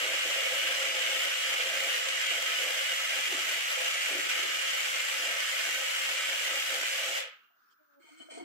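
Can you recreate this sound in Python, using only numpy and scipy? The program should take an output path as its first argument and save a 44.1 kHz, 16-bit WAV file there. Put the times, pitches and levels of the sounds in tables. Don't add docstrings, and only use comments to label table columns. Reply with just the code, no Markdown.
import sys
import numpy as np
from scipy import signal
from scipy.fft import rfft, irfft, next_fast_len
from scipy.io import wavfile
from scipy.ndimage import uniform_filter1d

SR = 44100
rng = np.random.default_rng(int(sys.argv[2]) if len(sys.argv) > 2 else 0)


def decibels_to_gain(level_db):
    exponent = np.asarray(level_db, float) / 20
    return 10 ** exponent


def digitize_waveform(pressure):
    field = np.atleast_2d(pressure).T
    bounded = np.clip(field, -1, 1)
    quanta = np.round(bounded * 32767).astype(np.int16)
    wavfile.write(sys.argv[1], SR, quanta)


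N = 372195
T = np.arange(N) / SR
BINS_HZ = np.arange(N // 2 + 1) * SR / N
STOP_S = 7.191

# frequency in Hz, density in dB per Hz.
CHURN = [(120, -67.5), (200, -2.5), (333, -22.5), (455, -8), (526, -4.5), (927, -13), (1290, -13),
         (2150, -6), (2580, -5.5), (2870, -5.5), (3920, -10), (7290, -10), (9590, -14.5), (13300, -13),
         (15700, -15)]
WALL_HZ = [335, 530, 656, 819, 1168, 1301, 1400, 1505, 1620, 1760, 1890, 2005, 2108, 2212, 2375, 2620, 2785,
           2870, 2945, 3070, 3180, 3300, 4300, 4965, 5685, 6050, 7000, 7430, 7950, 8150, 10700, 13100]
# width in Hz, level in dB over the churn.
WALLS = [(50.1, -14.5), (40, 13.5), (45.2, 8), (41.6, 2), (39.7, -4), (44.7, 7.5), (50, -1), (50, 5.5),
         (49.7, 3), (119.6, 0), (59.5, 1.5), (59, 5.5), (49.4, 1), (50, 5.5), (63.1, 4), (196, -4),
         (50, -4), (54.7, 7), (50, 0), (70, -6), (109, 0), (60, -24), (90, -10), (55.8, 4.5), (60, 0),
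         (91.7, -3.5), (120, 1), (50, 8.5), (50.25, 2), (70, 2), (90, -1), (260, -5.5)]
# time in seconds, level in dB.
GRIP = [(0.0, 0.3), (0.09, -3), (0.21, 2), (0.3, 1.0), (0.39, 2), (2.1, 0.9), (4.65, -1.7), (4.74, 0.5),
        (4.83, -1.5), (4.98, -4.2), (5.28, -1.5), (5.37, -2.8), (6.27, 0.7), (6.42, 0.5), (6.78, -5.5),
        (6.93, -2.8), (7.02, 1), (7.15, -3.2)]
# frequency in Hz, left minus right in dB.
PORTS = [(200, -7), (400, 1.5), (1300, -0.5), (2300, -2.5), (2900, -0.5), (3500, 1), (4000, 2), (5000, 0),
         (6400, 4.5), (7400, 1.5), (8800, 1.5), (15000, 3.5)]
# start in seconds, radians.
PORT_TURNS = [(0.0, -0.7), (0.14, 1.5), (0.2, 3.0), (0.25, 0.0), (0.32, 3.1), (0.36, -0.0), (0.39, 1.9),
              (0.52, 0.1), (0.57, 3.2), (0.62, 5.9), (0.73, 4.2), (0.81, 5.2), (1.19, 4.3), (1.3, 2.6),
              (1.43, 4.7), (1.57, 2.1), (1.6, -0.9), (1.89, 1.4), (1.97, 3.4), (2.06, 1.7), (2.12, 4.7),
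              (2.2, 3.4), (2.31, 0.6), (2.41, -1.3), (2.71, -4.1), (2.91, -1.4), (2.94, -4.0), (3.1, -6.1),
              (3.2, -9.2), (3.32, -6.7), (3.4, -4.4), (3.48, -7.4), (3.59, -9.8), (3.77, -8.2),
              (3.95, -10.4), (4.09, -12.9), (4.2, -15.2), (4.71, -16.4), (5.01, -15.5), (5.2, -18.2),
              (5.38, -16.7), (5.55, -14.9), (5.66, -13.1), (5.7, -15.9), (5.74, -13.1), (5.78, -10.6),
              (5.84, -9.3), (5.97, -8.3), (6.08, -6.7), (6.15, -3.8), (6.29, -6.8), (6.36, -9.4),
              (6.41, -11.5), (6.59, -14.6), (6.69, -12.5), (6.84, -15.2), (6.91, -17.1), (7.01, -18.6),
              (7.13, -16.0), (7.25, -17.9)]
RUN_EDGES_HZ = [230, 450, 950, 4000, 6500, 10500, 15700]
RUN_T60_S = [0.2, 0.31, 0.41, 0.28, 0.21, 0.19]
SPRAY_DB = [-47, -48, -54]
# time in seconds, level in dB.
SHAKE = [(0.0, 1.5), (0.09, 1.5), (0.54, 1.5), (1.38, 0.8), (1.98, 1.5), (2.13, 0.5), (2.58, 0),
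         (2.67, 2.2), (2.85, -1), (3.09, -3.5), (3.18, -2), (3.57, -2.8), (3.69, -0.5), (3.96, -0.0),
         (4.44, 0.5), (6.03, -2.5), (7.08, 0), (7.15, 4.2)]
# start in seconds, hold in seconds, level in dB.
ROCKS = [
    (3.26, 0.045, -50.5),
    (3.38, .09, -59.5),
    (4.09, 0.12, -47.5),
    (4.33, 0.074, -54),
    (4.42, 0.058, -54),
]
# time in seconds, level in dB.
PRESS = [(0.0, 11.7), (0.15, 4), (0.33, 0), (0.45, 6.5), (0.54, 12.5), (0.63, -2), (0.72, -8), (0.81, -1.0),
         (0.9, -0.3), (0.99, 4), (2.28, 1), (2.79, -1), (3.45, -3), (3.63, -6), (4.26, -0.5), (6.33, -8),
         (6.99, -4), (7.15, -1)]
# frequency in Hz, density in dB per Hz.
ROOM = [(60, -39), (190, -28), (300, -21), (600, -29.5), (980, -23.5), (1150, -10), (1400, -3.5),
        (1750, -13), (1900, -24), (2300, -27.5), (3500, -29.5), (6500, -32), (7500, -39), (14000, -43)]
# centre in Hz, width in Hz, level in dB over the fan.
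DUCT = (1000, 22, 4)
# frequency in Hz, level in dB rms.
LAMP = [(14783, -107), (14879, -83), (14982, -88), (15079, -86)]
# centre in seconds, length in seconds, Hz, width in Hz, level
# in dB.
BURSTS = [(7.72, .035, 3150, 350, -77), (7.72, .03, 5000, 1500, -78), (7.72, .03, 7300, 2000, -84),
          (7.66, .14, 4750, 60, -92), (7.7, .12, 5380, 80, -86), (7.7, .12, 10000, 200, -95),
          (7.6, .12, 6200, 300, -95), (7.9, .08, 6500, 100, -94), (7.7, .1, 2540, 40, -91),
          (7.8, .05, 2370, 40, -91), (7.6, .4, 1930, 15, -92), (7.47, .12, 2900, 700, -84),
          (7.62, .12, 4000, 2500, -89), (7.53, .12, 2830, 60, -87), (7.33, .06, 1270, 30, -68),
          (7.36, .1, 1260, 50, -70), (7.505, .012, 900, 900, -76), (7.56, .1, 700, 300, -86),
          (8.075, .08, 915, 30, -76), (8.115, .025, 1250, 50, -70), (7.44, .12, 2800, 70, -74)]
# start in seconds, level in dB, frequency in Hz, left minus right in dB.
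KNOCKS = [(7.501, -79, 685, -1), (8.0, -69, 336, -2), (8.042, -69, 333, 1.5), (8.087, -68, 680, 2.0),
          (8.2, -63, 660, 1.0), (8.203, -63, 270, -3), (8.286, -57, 636, 1.0), (8.315, -60, 474, 5),
          (8.371, -53, 685, 2), (8.374, -54, 438, 3), (8.4, -53, 710, 4), (8.407, -52, 341, -2),
          (8.424, -50, 321, 2)]
# time in seconds, slip rate in Hz, level in dB.
SQUEAK = [
    (7.78, 312, -94),
    (7.81, 306, -77),
    (7.9, 291, -79),
    (8.0, 279, -67),
    (8.05, 285, -80),
]
TWIST_EDGES_HZ = [230, 1100, 3600, 9300, 10500, 14200]
# centre in Hz, width in Hz, level in dB.
EMPTY_MODES = [(325, 60, -5), (475, 50, -8), (650, 70, -6), (926, 55, -12),
               (1490, 48, -8), (1860, 30, -9), (2100, 40, -5), (2210, 45, -5), (2360, 50, -8), (3110, 50, -6),
         (1250, 45, -7), (4170, 110, -9), (4420, 60, -10), (8720, 60, -15), (5960, 100, -19),
         (6380, 90, -16), (6770, 85, -16), (7300, 120, -15), (7750, 200, -16), (8150, 150, -12),
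         (2870, 120, -17), (5300, 300, -23)]
# start in seconds, hold in seconds, scrape in dB, extra edge in dB.
TURNS = [
    (7.98, 0.15, -69.5, -9),
    (8.166, 0.046, -65.5, -10),
    (8.293, 0.069, -58, -1),
]
# start in seconds, hold in seconds, level in dB.
JERKS = [(8.02, .03, -72), (8.07, .015, -66), (8.17, .015, -66), (8.197, .006, -51.5), (8.23, .008, -70),
         (8.255, .006, -67), (8.295, .01, -62), (8.316, .008, -57), (8.35, .025, -70), (8.4, .03, -70)]
# start in seconds, hold in seconds, level in dB.
SLIDES = [(8.0, .04, -74), (8.045, .04, -68), (8.1, 0.0073, -71), (8.14, .015, -68), (8.175, .065, -80),
          (8.3, .015, -74), (8.32, .01, -67), (8.345, .01, -63), (8.395, .04, -59)]
# start in seconds, hold in seconds, level in dB.
DRAGS = [
    (8.03, 0.07, -72),
    (8.2, 0.024, -64),
    (8.3, 0.059, -56),
    (8.37, 0.025, -52),
    (8.405, .04, -60),
]
# start in seconds, hold in seconds, level in dB.
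BITES = [
    (8.172, .008, -68),
    (8.19, .04, -77),
    (8.3, .01, -73),
    (8.335, 0.025, -77),
]
# time in seconds, frequency in Hz, level in dB.
MOAN = [(8.08, 325, -86), (8.12, 295, -68), (8.21, 335, -65), (8.27, 310, -67), (8.292, 365, -63),
        (8.32, 308, -66), (8.35, 312, -61), (8.39, 310, -66), (8.43, 325, -59)]


def unit(x):
    return x / np.sqrt(np.mean(x ** 2))


def columns(table):
    s, *cols = np.transpose(table)
    return [np.interp(T, s, c) for c in cols]


def colour(x, points, share=1):
    hz, db = np.transpose(points)
    gain_db = share * np.interp(np.log(BINS_HZ + 1), np.log(hz), db)
    return irfft(rfft(x) * decibels_to_gain(gain_db), N)


def split(x, edges_hz, steep=8):
    spectrum = rfft(x)
    below = [1 / (1 + (BINS_HZ / hz) ** steep) for hz in edges_hz]
    return [unit(irfft(spectrum * (high - low), N)) for low, high in zip(below, below[1:])]


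def ring(x, hz, width_hz):
    return signal.lfilter(*signal.iirpeak(hz, hz / width_hz, SR), x)


def ring_twice(x, hz, width_hz):
    return ring(ring(x, hz, width_hz), hz, width_hz)


def walk(rate):
    k = int(SR / rate)
    held = np.repeat(rng.standard_normal(N // k + 1), k)
    return unit(uniform_filter1d(uniform_filter1d(held, k), k)[:N])


def flutter(rate):
    x = walk(rate)
    return x - uniform_filter1d(x, size=SR // 4)


def linger(gain, t60_s):
    keep = np.exp(-2 * np.log(1000) / (t60_s * SR))
    energy, _ = signal.lfilter([1 - keep], [1, -keep], gain ** 2, zi=[keep * gain[0] ** 2])
    return np.sqrt(energy)


def strokes(rows, attack_s, t60_s):
    power = 0
    for s, hold, db in rows:
        rise = np.clip((T - s) / attack_s, 0, 1)
        fall_db = 60 / t60_s * np.maximum(T - s - attack_s - hold, 0)
        power = power + (rise * decibels_to_gain(db - fall_db)) ** 2
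    return np.sqrt(power)


def alike(x, share, turn):
    turned = np.real(signal.hilbert(x[0], next_fast_len(N))[:N] * np.exp(1j * turn))
    return np.array([x[0], np.sqrt(1 - min(share, .99) ** 2) * x[1] + share * turned])


def phase_steps():
    s, turn = np.transpose(PORT_TURNS)
    held = turn[np.clip(np.searchsorted(s, T) - 1, 0, None)]
    return uniform_filter1d(held, size=600) + .3 * walk(25) + .3 * walk(11)


def clatter(rate, spread_db, tail_s):
    size_db = spread_db * np.minimum(rng.exponential(size=N), 3)
    kicks = (rng.random(N) < rate / SR) * decibels_to_gain(size_db) ** 2
    swell = signal.lfilter([1], [1, -np.exp(-1 / (tail_s * SR))], kicks)
    return unit(np.sqrt(1 + uniform_filter1d(swell, size=40)) * rng.standard_normal((2, N)))


def detour(x):
    share, longest_ms, jumps_per_s = .48, 4.5, 16
    k = int(SR / jumps_per_s)
    lengths = rng.uniform(-0.998, 1, N // k + 1) * longest_ms * SR / 1000
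    lag = np.repeat(lengths, k)[:N].astype(int)
    delayed = x[0][np.clip(np.arange(N) - lag, 0, N - 1)]
    echo = split(delayed, [700, 5500], steep=12)[0] * np.std(x[1])
    return np.array([x[0], np.sqrt(1 - share ** 2) * x[1] + share * echo])


def walls_rung_by_food():
    churn = colour(clatter(150, 1.0, 0.0013), CHURN)
    walls, grip_db = 0, 1.3 * columns(GRIP)[0]
    damping_db = -0.34 * (T - 3.5)
    for hz, (width, db) in zip(WALL_HZ, WALLS):
        swing_db = np.clip(hz / 1500, .4, 1) * (2.3 * flutter(18) + .4 * walk(2))
        if 2700 < hz < 3050:
            swing_db += grip_db
        else:
            swing_db += damping_db * (2000 < hz < 3500)
        lean = np.pi / 4 * (1 + np.tanh(walk(7)))
        shift_hz = .22 * width
        mode = np.cos(lean) * ring(churn, hz - shift_hz, width)
        mode = mode + np.sin(lean) * ring(churn, hz + shift_hz, width)
        walls = walls + decibels_to_gain(db + swing_db) * mode
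    ceiling = 4.5
    return np.tanh(unit(churn + walls) / ceiling)


def rocking():
    return strokes(ROCKS, attack_s=.015, t60_s=0.46)


def run_gains():
    shake_db = columns(SHAKE)[0]
    jam_s, jam_length_s, dip_db, break_db, break_s = 4.255, 0.031, -18.5, 11.5, 0.013
    after = T - jam_s - jam_length_s
    jam_db = dip_db * np.exp(-(2 * (T - jam_s) / jam_length_s - 1) ** 2 * 2)
    jam_db = jam_db + break_db * (after > 0) * np.exp(-np.abs(after) / break_s)
    thump = np.hypot(decibels_to_gain(-62.5 + 0.38 * shake_db), rocking())
    hum = decibels_to_gain(-48 + shake_db)
    grind = decibels_to_gain(-34 - 0.1243 * T + jam_db)
    return [thump, hum, grind] + [decibels_to_gain(db + 0.4 * jam_db) for db in SPRAY_DB]


def blender(turn):
    left, right = walls_rung_by_food()
    both = np.array([colour(left, PORTS, share=0.99), colour(right, PORTS, share=-0.16)])
    thump, hum, grind, *spray = split(both, RUN_EDGES_HZ)
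    thump = unit(ring(ring(thump, 325, 110), 335, 110))
    bands = [alike(thump, .97, turn), alike(hum, .8, turn), detour(grind)] + spray
    slosh = flutter(8)
    flicker_db = [1.7 * walk(14), .9 * flutter(12), .45 * slosh + .5 * flutter(24),
                  .5 * slosh + .4 * flutter(8), .5 * slosh + .7 * flutter(10), .4 * slosh + 1.2 * walk(9)]
    out = 0
    for band, gain, db, t60_s in zip(bands, run_gains(), flicker_db, RUN_T60_S):
        out = out + band * linger(gain * decibels_to_gain(db) * (T < STOP_S), t60_s)
    return out


def table(turn):
    modes = ring(ring(rng.standard_normal((2, N)), 92, 55), 110, 80)
    shake = unit(alike(modes, .99, turn - .45 * np.sin(2 * turn)))
    level_db = -82 + columns(PRESS)[0] + 2.6 * walk(6)
    return shake * linger(decibels_to_gain(level_db) * (T < STOP_S), 0.5)


def room():
    air = colour(rng.standard_normal((2, N)), ROOM)
    hz, width, db = DUCT
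    level_db = -72 + 1.1 * walk(4.8) + 1.8 * walk(30)
    fan = decibels_to_gain(level_db) * unit(air + decibels_to_gain(db) * ring(air, hz, width))
    quarter = np.array([[0], [np.pi / 2]])
    return fan + sum(np.sqrt(2) * decibels_to_gain(db) * np.sin(2 * np.pi * hz * T + quarter) for hz, db in LAMP)


def bursts():
    out = np.zeros((2, N))
    for s, length, hz, width, db in BURSTS:
        age = np.arange(int(2 * length * SR)) / SR - length
        hiss = unit(ring_twice(rng.standard_normal((2, SR)), hz, width))[:, -len(age):]
        i = int((s - length) * SR)
        out[:, i:i + len(age)] += decibels_to_gain(db) * np.exp(-(2 * age / length) ** 2) * hiss
    return out


def knocks():
    out = np.zeros((2, N))
    age = np.arange(SR // 4) / SR
    lag = np.array([[0], [2.1]])
    fade = np.exp(-np.log(1000) * age / 0.07) * (1 - np.exp(-age / 0.0033))
    for s, db, hz, pan_db in KNOCKS:
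        crack = .5 * np.exp(-age / 0.011) * ring_twice(rng.standard_normal((2, len(age))), 800, 900)
        body = 2.2 * fade * np.sin(2 * np.pi * hz * age + lag) + crack
        port_db = db + 9 + np.array([[pan_db], [-pan_db]]) / 2
        i = int(s * SR)
        out[:, i:i + len(age)] += (decibels_to_gain(port_db) * body)[:, :N - i]
    return out


def squeak():
    hz, db = columns(SQUEAK)
    phase = 2 * np.pi * np.cumsum(hz * (1 + 0.0051 * walk(44))) / SR + np.array([[0], [2.2]])
    sounding = (T > SQUEAK[0][0]) & (T < SQUEAK[-1][0])
    partials = 0.76 * np.sin(phase) + 1.1 * np.sin(2 * phase) + 0.12 * np.sin(3 * phase)
    return sounding * decibels_to_gain(db + 3.8 * walk(35)) * partials


def twist():
    rub = clatter(90, 1.5, 0.0022)
    can = decibels_to_gain(-34) * rub
    for hz, width, db in EMPTY_MODES:
        can = can + decibels_to_gain(db + 1.8 * walk(30)) * ring(rub, hz, width)
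    body, wall, scrape, edge, air = split(can, TWIST_EDGES_HZ, steep=30)
    gentle = np.clip((T - TURNS[0][0]) / 0.08, 0, 1) ** 1.2
    turns = gentle * strokes([row[:3] for row in TURNS], 0.02, 0.36)
    sharp = gentle * strokes([(s, hold, db + extra) for s, hold, db, extra in TURNS], 0.02, 0.18)
    ringing = decibels_to_gain(2) * turns * wall
    ringing = ringing + strokes(JERKS, .008, 0.12) * unit(ring_twice(rub, 3080, 91))
    singing = strokes(SLIDES, .008, 0.12) * unit(ring_twice(rub, 2180, 91))
    biting = strokes(BITES, .004, 0.12) * unit(ring_twice(rub, 7900, 690))
    dragging = alike(body * np.hypot(decibels_to_gain(-11.5) * turns, strokes(DRAGS, .008, 0.41)), .9, 2.4)
    scraping = (scrape + decibels_to_gain(-33) * air) * turns + decibels_to_gain(-24) * edge * sharp
    return dragging + biting + ringing + singing + scraping


def moan():
    hz, db = columns(MOAN)
    phase = 2 * np.pi * np.cumsum(hz * (1 + .02 * walk(40))) / SR + np.array([[0], [2.6]])
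    return (T > MOAN[0][0]) * decibels_to_gain(db + 3 * walk(45)) * np.sqrt(2) * np.sin(phase)


def scene():
    turn = phase_steps()
    motor = blender(turn) + table(turn)
    hands = bursts() + twist() + moan()
    return np.sqrt(2) * (motor + room() + hands) + knocks() + squeak()


def top_cut(x):
    return signal.sosfilt(signal.butter(12, 16220, fs=SR, output="sos"), x)


def record(dry):
    top = signal.ellip(14, .2, 80, 15710, fs=SR, output="sos")
    mix = signal.sosfilt(top, dry)
    return top_cut(mix)


dry = scene()
out = record(dry)
digitize_waveform(out)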